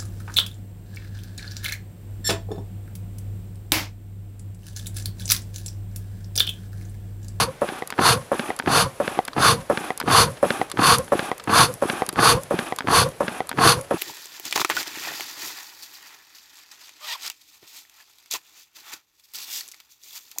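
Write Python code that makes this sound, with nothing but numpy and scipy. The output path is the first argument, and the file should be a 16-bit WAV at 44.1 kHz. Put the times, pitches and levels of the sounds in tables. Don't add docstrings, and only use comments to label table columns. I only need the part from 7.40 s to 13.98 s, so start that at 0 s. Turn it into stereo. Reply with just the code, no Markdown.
import sys
import numpy as np
from scipy import signal
from scipy.fft import rfft, irfft, next_fast_len
from scipy.io import wavfile

SR = 44100
rng = np.random.default_rng(int(sys.argv[2]) if len(sys.argv) > 2 else 0)


def nominal_scale(level):
    x = np.asarray(level, float) / 20
    return 10 ** x


def waveform_to_disk(signal):
    frames = np.transpose(np.atleast_2d(signal))
    scaled = np.clip(frames, -1, 1) * 32767
    samples = np.round(scaled).astype(np.int16)
    wavfile.write(sys.argv[1], SR, samples)


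N = 290044


def rms_one(x):
    return x / np.sqrt(np.mean(x ** 2) + 1e-20)


def drift(rate_hz):
    pole = np.exp(-2 * np.pi * rate_hz / SR)
    settle = 8000
    wander = signal.lfilter([1], [1, -2 * pole, pole * pole], rng.standard_normal(N + settle))
    return rms_one(wander[settle:])


def air(peaks, flutter_db, flutter_hz):
    noise = rng.standard_normal(N) * nominal_scale(flutter_db * drift(flutter_hz))
    out = 0
    for k, (hz, width_hz, db) in enumerate(peaks):
        pole = np.exp(-np.pi * width_hz / SR)
        poles = [1, -2 * pole * np.cos(2 * np.pi * hz / SR), pole * pole]
        zeros = np.array([1, 0, -1]) * (1 - pole * pole) / 2
        sign = (-1) ** k
        out = out + sign * nominal_scale(db) * signal.lfilter(zeros, poles, noise)
    return rms_one(out)


def linger(gain, fade_s):
    fade = np.exp(-1 / (fade_s * SR))
    return signal.lfilter([1 - fade], [1, -fade], gain)


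def stroke(start_s, length_s, force_db, law, opening_db_per_s, later=0):
    peak_db, swell_db, crest, cutoff_db_per_s = law[:4]
    since = np.arange(N) / SR - start_s[:, None]
    held = np.clip(since, 0, length_s[:, None])
    share = held / length_s[:, None]
    db = peak_db + force_db[:, None] - swell_db * (share / (crest + later) - 1) ** 2
    slope = np.where(since < 0, opening_db_per_s, cutoff_db_per_s)
    return nominal_scale(db - slope * np.abs(since - held)).sum(axis=0)


# stop_s, length_s, force_db, sigh_db, crest_later (share of stroke)
PUSHES = [(0.033, 0.21, -2, -7, .01), (0.734, 0.15, -1.5, -3, 0.0049), (1.427, 0.16, -2.5, -1, 0.046),
          (2.129, 0.16, -1.34, -7.5, -0.023), (2.836, .170, -0.16, 1.5, 0.013),
          (3.55, 0.17, -0.7, 2, -0.0098), (4.249, 0.16, -0.1, -5.5, 0.02), (4.928, .160, -0.45, 4.5, 0.021),
          (5.626, .150, -1.35, 2.2, -0.018), (6.328, 0.15, -0.2, -1.5, 0.026)]
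EMPTIED_S = [.085, 0.779, 1.466, 2.192, 2.885, 3.599, 4.303, 4.97, 5.668, 6.391]


def blast(law):
    rise_db_per_s, fall_db_per_s, opening_db_per_s = 509, 524, 887
    stop_s, length_s, force_db, sigh_db, later = np.transpose(PUSHES)
    since = np.arange(N) / SR - np.array(EMPTIED_S)[:, None]
    slope = np.where(since < 0, rise_db_per_s, fall_db_per_s)
    sigh = nominal_scale(law[4] + sigh_db[:, None] - slope * np.abs(since))
    gain = stroke(stop_s - length_s, length_s, force_db, law, opening_db_per_s, later[:, None])
    return gain + sigh.sum(axis=0)


# pitch_hz, width_hz, level_db
JET = [(2680, 870, -2.5), (3576, 180, 3.5), (4420, 363, 4.5), (5200, 460, -23), (5850, 280, -6.5),
       (6630, 1700, -16), (8400, 1200, -17), (10350, 1510, -3), (14000, 2500, -69)]
# peak_db, swell_db, crest (share of stroke), cutoff_db_per_s, sigh_db
JET_LAW = (-20.5, 28.5, 0.706, 650, -68.5)


def jet():
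    return nominal_scale(4.5) * blast(JET_LAW) * air(JET, flutter_db=1.0, flutter_hz=60.4)


# pitch_hz, width_hz, level_db
ROAR = [(690, 84, -7), (1105, 168, 0), (1443, 194, -2.5), (1594, 287, -7)]
# pitch_hz, width_hz, level_db
HOOT_SKIRT = [(257, 19, -4.5), (387, 280, -4.5), (614, 200, -7.5)]
# peak_db, swell_db, crest (share of stroke), cutoff_db_per_s, sigh_db
ROAR_LAW = (-13.5, 19, 0.61, 558, -41)


def roar():
    body = air(ROAR, flutter_db=1.5, flutter_hz=88)
    skirt = air(HOOT_SKIRT, flutter_db=4.5, flutter_hz=30)
    return blast(ROAR_LAW) * (body + nominal_scale(-10.0) * skirt)


def narrow_noise(turn, width_hz):
    return drift(width_hz) * np.cos(turn) + drift(width_hz) * np.sin(turn)


def pipe_note():
    full_hz, empty_hz, width_hz = 475, 542.5, 21
    slide_s, overtone_db = 0.0499, -7.5
    knots = np.array(EMPTIED_S)[:, None] + [-.25, -slide_s / 2, slide_s / 2, .15]
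    pitches = np.tile([.95 * full_hz, full_hz, empty_hz, empty_hz], len(knots))
    hz = np.interp(np.arange(N) / SR, knots.ravel(), pitches)
    turn = 2 * np.pi * np.cumsum(hz) / SR
    first = narrow_noise(turn, width_hz)
    second = narrow_noise(2 * turn, 2 * width_hz)
    return rms_one(first + nominal_scale(overtone_db) * second)


# peak_db, swell_db, crest (share of stroke), cutoff_db_per_s, sigh_db
HOOT_LAW = (-27.5, 8, 1.1, 315, -26.5)


def hoot():
    return nominal_scale(1.5) * blast(HOOT_LAW) * pipe_note()


# pitch_hz, width_hz, level_db
DRUM = [(66.3, 41, -33), (122, 45, 17.5), (216, 154, -5)]
# peak_db, swell_db, crest (share of stroke), cutoff_db_per_s, sigh_db
DRUM_LAW = (-23.5, 8.5, 0.9, 211, -33)


def drum():
    return blast(DRUM_LAW) * air(DRUM, flutter_db=2.5, flutter_hz=27)


# pitch_hz, width_hz, level_db
AFTERGLOW = [(420, 500, 4), (1500, 1800, 1.5), (3539, 2900, -3), (7000, 4000, -20)]


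def embers():
    glow = nominal_scale(-18.5) * linger(blast(JET_LAW), fade_s=0.14)
    return glow * air(AFTERGLOW, flutter_db=4.0, flutter_hz=30)


# pitch_hz, width_hz, level_db
BUFFET = [(28, 25, 0)]


def buffet():
    wind = nominal_scale(-35) * blast(DRUM_LAW) * air(BUFFET, flutter_db=3.0, flutter_hz=5)
    return wind * [[1], [-1]]


# pitch_hz, level_db
FLOOR = [(18, -52), (30, -9), (127, -5), (250, -8.5), (449, -1), (616, -2.5), (1100, -9), (1910, -11.5),
         (5450, -22.5), (10500, -26), (16000, -31)]


def winter_air():
    hz, db = np.transpose(FLOOR)
    grid = np.fft.rfftfreq(N, 1 / SR) + 1
    color = nominal_scale(np.interp(np.log(grid), np.log(hz), db))
    mid, side = irfft(rfft(rng.standard_normal((2, N))) * color, N)
    return nominal_scale(-45.5) * rms_one(mid + nominal_scale(-9.5) * side * [[1], [-1]])


# start_s (flap lifts), length_s, force_db
PULLS = [(0.212, 0.18, -3), (0.918, .188, -1), (1.6, 0.18, -1.1), (2.296, 0.19, -0.7), (3.027, 0.19, 1.5),
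         (3.719, 0.17, 1), (4.418, .2, 1), (5.105, 0.19, -0.6), (5.803, 0.18, -2), (6.507, .195, -1.2)]
# pitch_hz, width_hz, level_db
VALVE = [(5250, 2100, 3.5), (10360, 1200, 12.5), (13500, 2560, -35)]
# pitch_hz, width_hz, level_db
BAG = [(290, 117, -2.5), (782, 146, 1.5), (1180, 125, 0), (1576, 320, -5.5), (2520, 260, -7.5),
       (3330, 840, -14.5)]
# peak_db, swell_db, crest (share of stroke), cutoff_db_per_s
VALVE_LAW = (-44, 2.5, .5, 233)
BAG_LAW = (-32.5, 3, 0.7, 259)
SEEP_LAW = (-49.5, 6, -6, 300)


def pull():
    lift_db_per_s, seep_s = 9000, .034
    start_s, length_s, force_db = np.transpose(PULLS)
    valve = stroke(start_s, length_s, force_db, VALVE_LAW, lift_db_per_s)
    bag = stroke(start_s, length_s, force_db, BAG_LAW, lift_db_per_s)
    leak = nominal_scale(-17.5) * linger(blast(JET_LAW), fade_s=0.13)
    stop_s, push_s, push_db = np.transpose(PUSHES)[:3]
    seep_start_s = stop_s - push_s - seep_s
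    seep = stroke(seep_start_s, np.full(len(stop_s), seep_s), push_db, SEEP_LAW, lift_db_per_s)
    whistle = (valve + leak + seep) * air(VALVE, flutter_db=2.0, flutter_hz=39.84)
    return whistle + bag * air(BAG, flutter_db=1.5, flutter_hz=45.56)


def struck(hits, modes, bounces, gain_db, soft_hz, vary_db):
    s, db = np.transpose(hits)
    delay, strength = np.transpose(bounces)
    luck = rng.standard_normal((len(s), len(modes), len(delay)))
    at = ((s[:, None] + delay) * SR).astype(int)
    out = np.zeros(N)
    for k, (hz, mode_db, t60) in enumerate(modes):
        clicks = np.full(N + SR, 1e-18)
        click_db = db[:, None] + gain_db + mode_db + vary_db * luck[:, k]
        np.add.at(clicks, at, strength * nominal_scale(click_db))
        decay = nominal_scale(-60 / (t60 * SR))
        w = 2 * np.pi * hz / SR
        out += signal.lfilter([0, np.sin(w)], [1, -2 * decay * np.cos(w), decay * decay], clicks[:N])
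    soften = signal.butter(2, [130, soft_hz], "band", fs=SR, output="sos")
    return signal.sosfilt(soften, out)


def rattle(s, db, peaks, rise_s, t60):
    t = np.arange(SR // 20) / SR
    kicks = np.zeros(N)
    kicks[(s * SR).astype(int)] = nominal_scale(db)
    shape = (1 - np.exp(-t / rise_s)) * nominal_scale(-60 * t / t60)
    return signal.fftconvolve(kicks, shape)[:N] * air(peaks, flutter_db=3.0, flutter_hz=907)


# start_s, level_db
FLAP = [(0.217, -8), (0.916, -8.5), (1.6, -9), (2.298, -4), (3.028, -5), (3.72, -4), (4.422, -7),
        (5.108, -7.5), (5.805, -9.5), (6.509, -8)]
# pitch_hz, level_db, t60_s
FLAP_MODES = [(216, -54, 0.11), (543, -5, 0.046), (579, -2.5, 0.053), (725, -3.5, 0.03), (990, 0.5, 0.011),
              (1265, -16, 0.038), (1694, -25, 0.11)]
# delay_s, strength (signed)
FLAP_BOUNCES = [(0, 0.13), (.0017, 0.72), (.0052, 0.41), (.011, -.3), (.0145, .4), (.019, 0.23),
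                (.026, -.25)]


def flap():
    return struck(FLAP, FLAP_MODES, FLAP_BOUNCES, gain_db=-3.5, soft_hz=2000, vary_db=3.8)


def spit():
    s, db = np.transpose(FLAP)
    return rattle(s, db - 30.5, TICK_BODY + VALVE, rise_s=0.0012, t60=0.054)


FLOP_DB = [-26, -22, -19.5, -18.5, -20, -16, -13, -16.5, -17, -17]
# start_s, level_db
STRAY_FLOPS = [(.609, -20), (1.091, -21), (1.238, -22.5), (1.774, -24), (2.638, -18), (3.197, -18.5),
               (3.34, -22), (3.359, -26), (3.891, -24), (4.605, -24), (4.684, -21.5), (4.73, -22.5),
               (5.444, -22), (6.14, -27)]
# pitch_hz, level_db, t60_s
THUD_MODES = [(181, -4.5, 0.1), (341, 4, 0.04), (535, -17, .02)]
# delay_s, strength (signed)
THUD_BOUNCES = [
    (0, 0.81),
    (.006, -0.42),
]


def cloth_thuds():
    after_flap = [(s + .0325, db) for (s, _), db in zip(FLAP, FLOP_DB)]
    after_snap = [(s + 0.032, db - 22.5) for s, db in SNAP]
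    hits = after_flap + after_snap + STRAY_FLOPS
    return struck(hits, THUD_MODES, THUD_BOUNCES, gain_db=-3.5, soft_hz=970, vary_db=5.4)


# start_s, level_db
SNAP = [(0.29, -7), (0.996, -2.5), (1.679, -5.5), (2.375, -3.5), (3.106, -1), (3.794, -2), (4.5, -2),
        (5.191, -2), (5.882, -4.5)]
# pitch_hz, level_db, t60_s
SNAP_MODES = [(239, -15, 0.074), (543, -5, 0.021), (1670, 1.5, 0.0051), (2380, 1.5, 0.0017),
              (3450, -5, 0.0018), (4480, -37, 0.0044)]
# delay_s, strength (signed)
SNAP_BOUNCES = [
    (-.0016, 0.23),
    (0, -0.52),
    (.004, .15),
]


def snap():
    return struck(SNAP, SNAP_MODES, SNAP_BOUNCES, gain_db=-3.0, soft_hz=5500, vary_db=3.94)


# start_s, level_db
STOP = [(0.422, -6.5), (1.103, -6.5), (1.789, -2.5), (2.504, -3.5), (3.214, -2.5), (3.915, -2.5),
        (4.62, -5.5), (5.323, -6), (6.004, -4.5)]
# pitch_hz, level_db, t60_s
STOP_MODES = [(200.7, -62, 0.015), (493, -6, 0.025), (760, 1, 0.025), (1000, -8, 0.013), (1965, -10, 0.018),
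              (3160, -19, 0.0081)]
# delay_s, strength (signed)
STOP_BOUNCES = [
    (-.002, -0.041),
    (.001, 0.94),
    (.013, .12),
]


def end_stop():
    return struck(STOP, STOP_MODES, STOP_BOUNCES, gain_db=-5.5, soft_hz=7200, vary_db=3.52)


# start_s, body_db, sizzle_db
TICK = [(0.474, -30, -21), (0.5031, -18, -19.5), (1.1635, -32, -24), (1.1896, -17.5, -18),
        (1.8508, -28, -22), (1.879, -21, -27), (1.932, -25, -47), (2.5758, -26.5, -19), (2.6, -12.5, -15),
        (3.2994, -27, -25.5), (3.3154, -16.5, -15.5), (3.98, -32, -26), (3.9978, -22, -46),
        (4.0387, -29, -26), (4.664, -29, -22.5), (4.6896, -14, -15), (4.727, -27.5, -24),
        (5.3614, -31, -21), (5.3865, -14, -18), (6.0705, -40, -28), (6.0921, -18, -17.5)]
# start_s, sizzle_db
SETTLE = [(3.584, -9), (2.6599, -45), (3.6441, -30), (4.339, -20.5), (4.737, -32), (5.034, -21),
          (5.689, -29), (6.4107, -20)]
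# pitch_hz, width_hz, level_db
TICK_BODY = [(1090, 185, 8), (2630, 1340, -4), (3460, 350, 1.5), (4640, 670, -1.5)]
TICK_SIZZLE = [(6500, 2200, -1.5), (7750, 4000, -2.5), (10470, 1170, 2), (12000, 2300, -11)]


def linkage_ticks():
    settling = [(s, db - 13, db) for s, db in SETTLE]
    s, body_db, sizzle_db = np.transpose(TICK + settling)
    body = rattle(s, body_db - 6, TICK_BODY, rise_s=0.00024, t60=0.031)
    return body + rattle(s, sizzle_db - 2, TICK_SIZZLE, rise_s=0.00036, t60=0.011)


# start_s, level_db
CLACK = [(0.525, -16), (1.199, -10.5), (1.224, -27), (1.261, -16.5), (2.614, -15), (2.627, -24),
         (2.702, -12), (3.373, -15), (3.68, -25.5), (4.759, -18), (5.407, -14), (5.422, -27), (5.473, -14),
         (5.505, -20), (6.115, -14), (0.539, -29), (6.129, -23), (1.883, -16.5), (0.581, -23), (6.175, -18)]
# pitch_hz, level_db, t60_s
CLACK_MODES = [(270, -19, 0.095), (930, -8.5, 0.027), (1610, 4, 0.0064), (2120, -1.5, 0.0043),
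               (3160, -7.5, 0.0067), (4830, -18, 0.012)]
# delay_s, strength (signed)
CLACK_BOUNCES = [
    (0, 1),
    (.0011, 0.000029),
    (.004, .2),
]


def clack():
    return struck(CLACK, CLACK_MODES, CLACK_BOUNCES, gain_db=-3.5, soft_hz=5300, vary_db=1.7)


# start_s, level_db
KNOCK = [(0.588, -3.5), (1.274, -2.5), (1.299, -10), (1.965, -10), (1.978, -5), (2.677, -2), (2.7, -6),
         (3.39, -4), (3.418, -6), (4.075, -10), (4.095, -3.5), (4.777, -13), (4.789, 0), (5.481, -5),
         (5.505, -8), (6.185, -4.5), (0.611, -11), (2.002, -10), (6.208, -7.5), (4.124, -10)]
# pitch_hz, level_db, t60_s
KNOCK_MODES = [(211, -18.5, 0.16), (360, 2, 0.031), (778, 0, 0.033), (1097, 2.5, 0.024),
               (1600, 1.5, 0.0043), (2520, -10.5, 0.0085)]
# delay_s, strength (signed)
KNOCK_BOUNCES = [
    (0, 0.32),
    (.0023, 0.48),
    (.005, -.6),
    (.009, -0.29),
]


def knock():
    return struck(KNOCK, KNOCK_MODES, KNOCK_BOUNCES, gain_db=-6.5, soft_hz=3600, vary_db=3.2)


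# delay_s, strength (signed)
ECHOES = [(.0031, 0.08), (.0073, -0.03), (0.012, 0.05), (.021, -0.0063), (0.034, 0.023)]


def snowbank(x):
    band = signal.butter(1, [200, 7700], "band", fs=SR, output="sos")
    dull = signal.sosfilt(band, x)
    out = np.zeros(N)
    for s, strength in ECHOES:
        delay = int(s * SR)
        out[delay:] += strength * dull[:N - delay]
    return out * [[1], [-1]]


def scene():
    push = jet() + roar() + hoot() + drum() + embers()
    contacts = flap() + spit() + cloth_thuds() + snap() + end_stop() + linkage_ticks() + clack() + knock()
    bellows = push + pull() + contacts
    return bellows + snowbank(bellows) + winter_air() + buffet()


def band_limit(x):
    return signal.sosfilt(signal.butter(12, 16540, fs=SR, output="sos"), x)


# pitch_hz, left_minus_right_db, left_lead_radians
PORTS = [(30, .2, -.2), (64, 0, -.45), (130, -.6, -.8), (500, -1.8, -.92), (1030, -1.7, -.55),
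         (2050, 0, -.08), (3200, 0, 0), (6400, .6, .12), (8600, 0, 0)]


def record(dry):
    size = next_fast_len(N + 4096)
    hz, db, lead = np.transpose(PORTS)
    grid = np.log(np.fft.rfftfreq(size, 1 / SR) + 1)
    level = nominal_scale(np.interp(grid, np.log(hz), db) / 2)
    half = level * np.exp(.5j * np.interp(grid, np.log(hz), lead))
    ports = irfft(rfft(dry, size) * [half, 1 / half], size)[:, :N]
    bass_cut = signal.butter(2, 22, "high", fs=SR, output="sos")
    top_cut = signal.cheby2(8, 40, 16300, fs=SR, output="sos")
    cut = signal.sosfilt(top_cut, signal.sosfilt(bass_cut, ports))
    mix = 1.342 * np.tanh(cut / 1.28)
    return band_limit(mix)


dry = scene()
out = record(dry)
waveform_to_disk(out)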